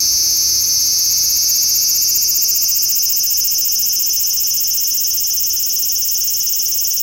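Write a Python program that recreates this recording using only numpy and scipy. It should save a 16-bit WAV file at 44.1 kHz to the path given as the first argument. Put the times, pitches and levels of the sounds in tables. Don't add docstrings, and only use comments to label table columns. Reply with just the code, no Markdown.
import sys
import numpy as np
from scipy.fft import rfft, irfft, next_fast_len
from scipy.io import wavfile
from scipy.ndimage import uniform_filter1d, minimum_filter1d, map_coordinates

SR = 44100
rng = np.random.default_rng(int(sys.argv[2]) if len(sys.argv) > 2 else 0)


def dump(signal):
    limited = np.clip(np.atleast_2d(signal).T, -1, 1)
    pcm = np.round(limited * 32767).astype(np.int16)
    wavfile.write(sys.argv[1], SR, pcm)


N = 309582


def amp(db):
    return 10 ** (np.asarray(db) / 20)


def unit(x):
    return x / np.sqrt(np.mean(x ** 2) + 1e-20)


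def curves(rows, t):
    s, *columns = np.transpose(rows)
    return [np.interp(t, s, column) for column in columns]


def along(points, hz):
    f, value = np.transpose(points)
    return np.interp(np.log(hz + 1), np.log(f), value)


def wobble(rate):
    points = rng.standard_normal(int(N * rate / SR) + 4)
    return map_coordinates(points, [np.arange(N) * rate / SR])


def filtered(x, response):
    padded = next_fast_len(N + SR // 2)
    hz = np.fft.rfftfreq(padded, 1 / SR)
    return irfft(rfft(x, padded) * response(hz), padded)[:N]


def noise(spectrum):
    white = rng.standard_normal(N)
    return unit(filtered(white, lambda hz: amp(along(spectrum, hz))))


def causal(gain):
    cepstrum = irfft(np.log(gain + 1e-6))
    half = cepstrum.shape[1] // 2
    cepstrum[:, 1:half] *= 2
    cepstrum[:, half + 1:] = 0
    return np.exp(rfft(cepstrum))


def slackness(t):
    half_taut_s, steepness = 2.88, 3.44
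    return 1 / (1 + (t / half_taut_s) ** steepness)


def abdomen(t):
    # t/s, rate/(throbs a second)
    throb_rate = [(0, 16.9), (.7, 15.88), (1.3, 15.95), (1.6, 15.09), (2.5, 14.88), (3.3, 14.3),
                  (4.3, 14.73), (5.2, 15.19), (7, 16.02)]
    # t/s, lift/(0-1)
    reach_points = [(0, .13), (.7, .19), (1.7, .35), (2.65, .61), (3.1, .87), (5, 0.98)]
    first_turn = .39
    wait, rise, hold, fall = .09, .43, .08, .23
    linger_from_s, linger_per_s = 3.3, .035
    limp, scatter = .03, .035

    rate, = curves(throb_rate, t)
    turns = first_turn + np.cumsum(rate) / SR
    throb = turns.astype(int)
    progress = turns % 1
    linger = linger_per_s * np.maximum(t - linger_from_s, 0) / 2
    rising = (progress - wait + linger) / rise
    falling = (wait + rise + hold + fall + linger - progress) / fall
    stroke = np.clip(np.minimum(rising, falling), 0, 1)

    reach, = curves(reach_points, t)
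    chance = rng.standard_normal(throb[-1] + 1)[throb]
    uneven = limp * (-1) ** throb + scatter * chance
    freedom = 2 * np.sqrt(np.maximum(reach * (1 - reach), 0))
    return stroke, np.clip(stroke * (reach + freedom * uneven), 0, 1)


def click_rate(t, stroke, lift):
    cruise_hz, creep_hz_per_s = 381.6, .5
    start_lag_hz, warm_up_s, warm_up_shape = 73.6, .91, 1.24
    swing_hz, swing_fade_s, swing_shape = 26.8, 1.53, 1.2
    spurt_clicks = .32

    lag = start_lag_hz * np.exp(-(t / warm_up_s) ** warm_up_shape)
    rest_rate = cruise_hz + creep_hz_per_s * t - lag
    swing = swing_hz * np.exp(-(t / swing_fade_s) ** swing_shape)
    lift_speed = np.gradient(uniform_filter1d(lift, SR // 200)) * SR
    drop_speed = np.maximum(-lift_speed, 0)
    return rest_rate + swing * stroke + spurt_clicks * drop_speed


def body(hz, lift, slack, skirt=1.773, scatter_db=0.8, detune=.003):
    # f/Hz, width/Hz, level/dB
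    slack_modes = [(2500, 585, -26.5), (4710, 483, -3), (5293, 330, 2), (6026, 416, 4),
                   (11650, 1640, -15.5), (11800, 960, -14), (15100, 1500, -22.5)]
    rest_modes = [(3086, 553, -16.5), (5460, 265, 4.5), (5390, 440, 3), (6010, 396, 7), (11730, 930, -10.5),
                  (12000, 820, -16), (15100, 1000, -37)]
    half_modes = [(2958, 435, -14.5), (5450, 447, -1.5), (5870, 395, -2), (6935, 540, 2.5),
                  (12370, 1150, -8.5), (14630, 1240, 2), (15300, 1700, -26)]
    raised_modes = [(2894, 700, -20), (5358, 240, -2), (6970, 1550, -8.5), (8770, 1100, -22.5),
                    (12180, 760, -11.5), (15600, 1800, 4), (15300, 2900, -24)]

    at_rest = np.maximum(1 - 2 * lift, 0)
    half_way = 1 - abs(2 * lift - 1)
    raised = np.maximum(2 * lift - 1, 0)
    weights = np.transpose([at_rest, half_way, raised])
    modes = np.tensordot(weights, [rest_modes, half_modes, raised_modes], 1)
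    slack_share = slack * (1 - lift ** 2)
    modes = modes + slack_share[:, None, None] * np.subtract(slack_modes, rest_modes)
    power = 0
    for centre, width, db in modes.transpose(1, 2, 0)[..., None]:
        off, strength = rng.standard_normal((2, len(lift), 1))
        distance = (hz - centre * (1 + detune * off)) / width
        gain = amp(db + scatter_db * strength) / (1 + distance ** 2) ** skirt
        power = power + gain ** 2
    return np.sqrt(power)


def buckle(hz, rough, crinkle_ms=5.4):
    # f/Hz, delay/ms
    glide = [(4500, 0.054), (5400, 0.13), (6300, 0.099), (7500, 0.4), (11000, 0.12), (13000, 0.11),
             (14500, 0.88), (16000, 0.64)]
    # f/Hz, share/(0-1)
    irregular = [(2000, 0.033), (6200, 0.063), (7500, 0.036), (9000, 0.9), (12000, 0.16), (14000, 0.098),
                 (16000, 0.17)]

    size = 2 * (len(hz) - 1)
    delay_s = along(glide, hz) / 10 ** 3
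    snap = np.exp(-2j * np.pi * np.cumsum(delay_s) * hz[1])
    fade = np.exp(-np.arange(size) / SR * 10 ** 3 / crinkle_ms)
    grains = rng.standard_normal((len(rough), size))
    crinkle = rfft(grains * fade / np.linalg.norm(fade))
    share = np.clip(along(irregular, hz) + rough[:, None], 0, 1)
    return snap * (np.sqrt(1 - share) + np.sqrt(share) * crinkle)


def tymbals(t, lift, beat, jitter_ms=0.0034, uneven_db=1.5, size=512):
    # t/s, half length/s, roughness/(0-1)
    stumbles = [(.627, .012, .7), (.676, .016, .7), (3.39, .005, .4)]
    # f/Hz, level for a full lift/dB
    swell = [(2300, 12.5), (3200, 5.5), (5500, 2), (14000, 5.5)]
    late_slack_ms, late_taut_ms = .028, .12

    count = np.arange(1, int(beat[-1]))
    when, second = np.interp(count, beat, t), count % 2
    slack = slackness(when)
    late_ms = late_taut_ms + slack * (late_slack_ms - late_taut_ms)
    slip = rng.standard_normal(len(when))
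    when = when + (second * late_ms + slip * jitter_ms) / 10 ** 3
    rough = sum(share * np.exp(-((when - s) / half) ** 4) for s, half, share in stumbles)

    hz = np.fft.rfftfreq(size, 1 / SR)
    held = np.interp(when, t, lift)
    opening = slack * (held - uniform_filter1d(held, size=52))
    swelling = amp(opening[:, None] * along(swell, hz))
    ring = causal(body(hz, held, slack) * swelling) * buckle(hz, rough)
    fumble_db = along([(3000, 0), (4500, -8), (5500, -8), (6400, 2)], hz)
    ring = ring * amp(rough[:, None] * fumble_db)

    first, fraction = np.divmod(when * SR, 1)
    clicks = irfft(ring * np.exp(-2j * np.pi * hz * fraction[:, None] / SR))
    clicks = clicks * amp(uneven_db * second)[:, None]
    index = first.astype(int)[:, None] + np.arange(size)
    return np.bincount(index.ravel(), clicks.ravel(), N)[:N]


def cicada(t, hiss_db=-24, thrum_db=-55, slack_thrum_db=-5):
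    # t/s, level/dB
    loudness = [(0.0, -13.5), (0.7, -14.5), (1.78, -14), (5.69, -16), (7.02, -16)]
    # f/Hz, relative level per Hz/dB
    hiss_shape = [(20, -49), (2000, -7.5), (4200, 9), (6000, 14), (7300, 19), (8400, 13), (9500, 19),
                  (10500, 8.5), (12000, -15), (13500, -10), (15800, -17)]

    stroke, lift = abdomen(t)
    beat = np.cumsum(click_rate(t, stroke, lift)) / SR
    song = unit(tymbals(t, lift, beat))
    song = song / np.sqrt(uniform_filter1d(song ** 2, SR // 2))
    song_db, = curves(loudness, t)
    hiss = amp(hiss_db) * noise(hiss_shape)
    thrum = amp(thrum_db + slack_thrum_db * slackness(t)) * np.sin(2 * np.pi * beat)
    return amp(song_db) * (song + hiss) + thrum


def background(t, rumble_db=2, hum_db=46.5, waver=0.0119, flutter_db=3):
    # t/s, level/dB
    air = [(0, -44), (2.5, -47.5), (4, -49.5), (7, -50.5)]
    # f/Hz, relative level per Hz/dB
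    outdoors = [(12, -57), (20, -17.5), (70, -2.5), (130, -12), (198, -9.5), (236, -20), (346, -9),
                (499, -25), (572, -17.5), (707, -26), (778, -17.5), (857, -25), (1040, -19), (2000, -23),
                (2600, -22), (4400, -120)]
    # f/Hz, relative level/dB
    tones = [(66.7, -50.5), (100.3, -53), (269.2, -62.5), (301.5, -59.5), (339.1, -58.5)]

    air_db, = curves(air, t)
    hum = 0
    for hz, db in tones:
        phase = 2 * np.pi * np.cumsum(hz * (1 + waver * wobble(12))) / SR
        level = np.sqrt(2) * amp(db + flutter_db * wobble(4.6))
        hum = hum + level * np.sin(phase)
    rumble = amp(rumble_db) * noise(outdoors)
    return amp(air_db) * (rumble + amp(hum_db) * hum)


def scene():
    t = np.arange(N) / SR
    return np.tile(cicada(t) + background(t), (2, 1))


def record(dry, ceiling=0.74, top_hz=15830):
    needed = np.minimum(1, ceiling / (abs(dry[0]) + 1e-9))
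    gain = uniform_filter1d(minimum_filter1d(needed, SR // 400), SR // 500)
    return np.array([filtered(channel * gain, lambda hz: hz < top_hz) for channel in dry])


dry = scene()
out = record(dry)
dump(out)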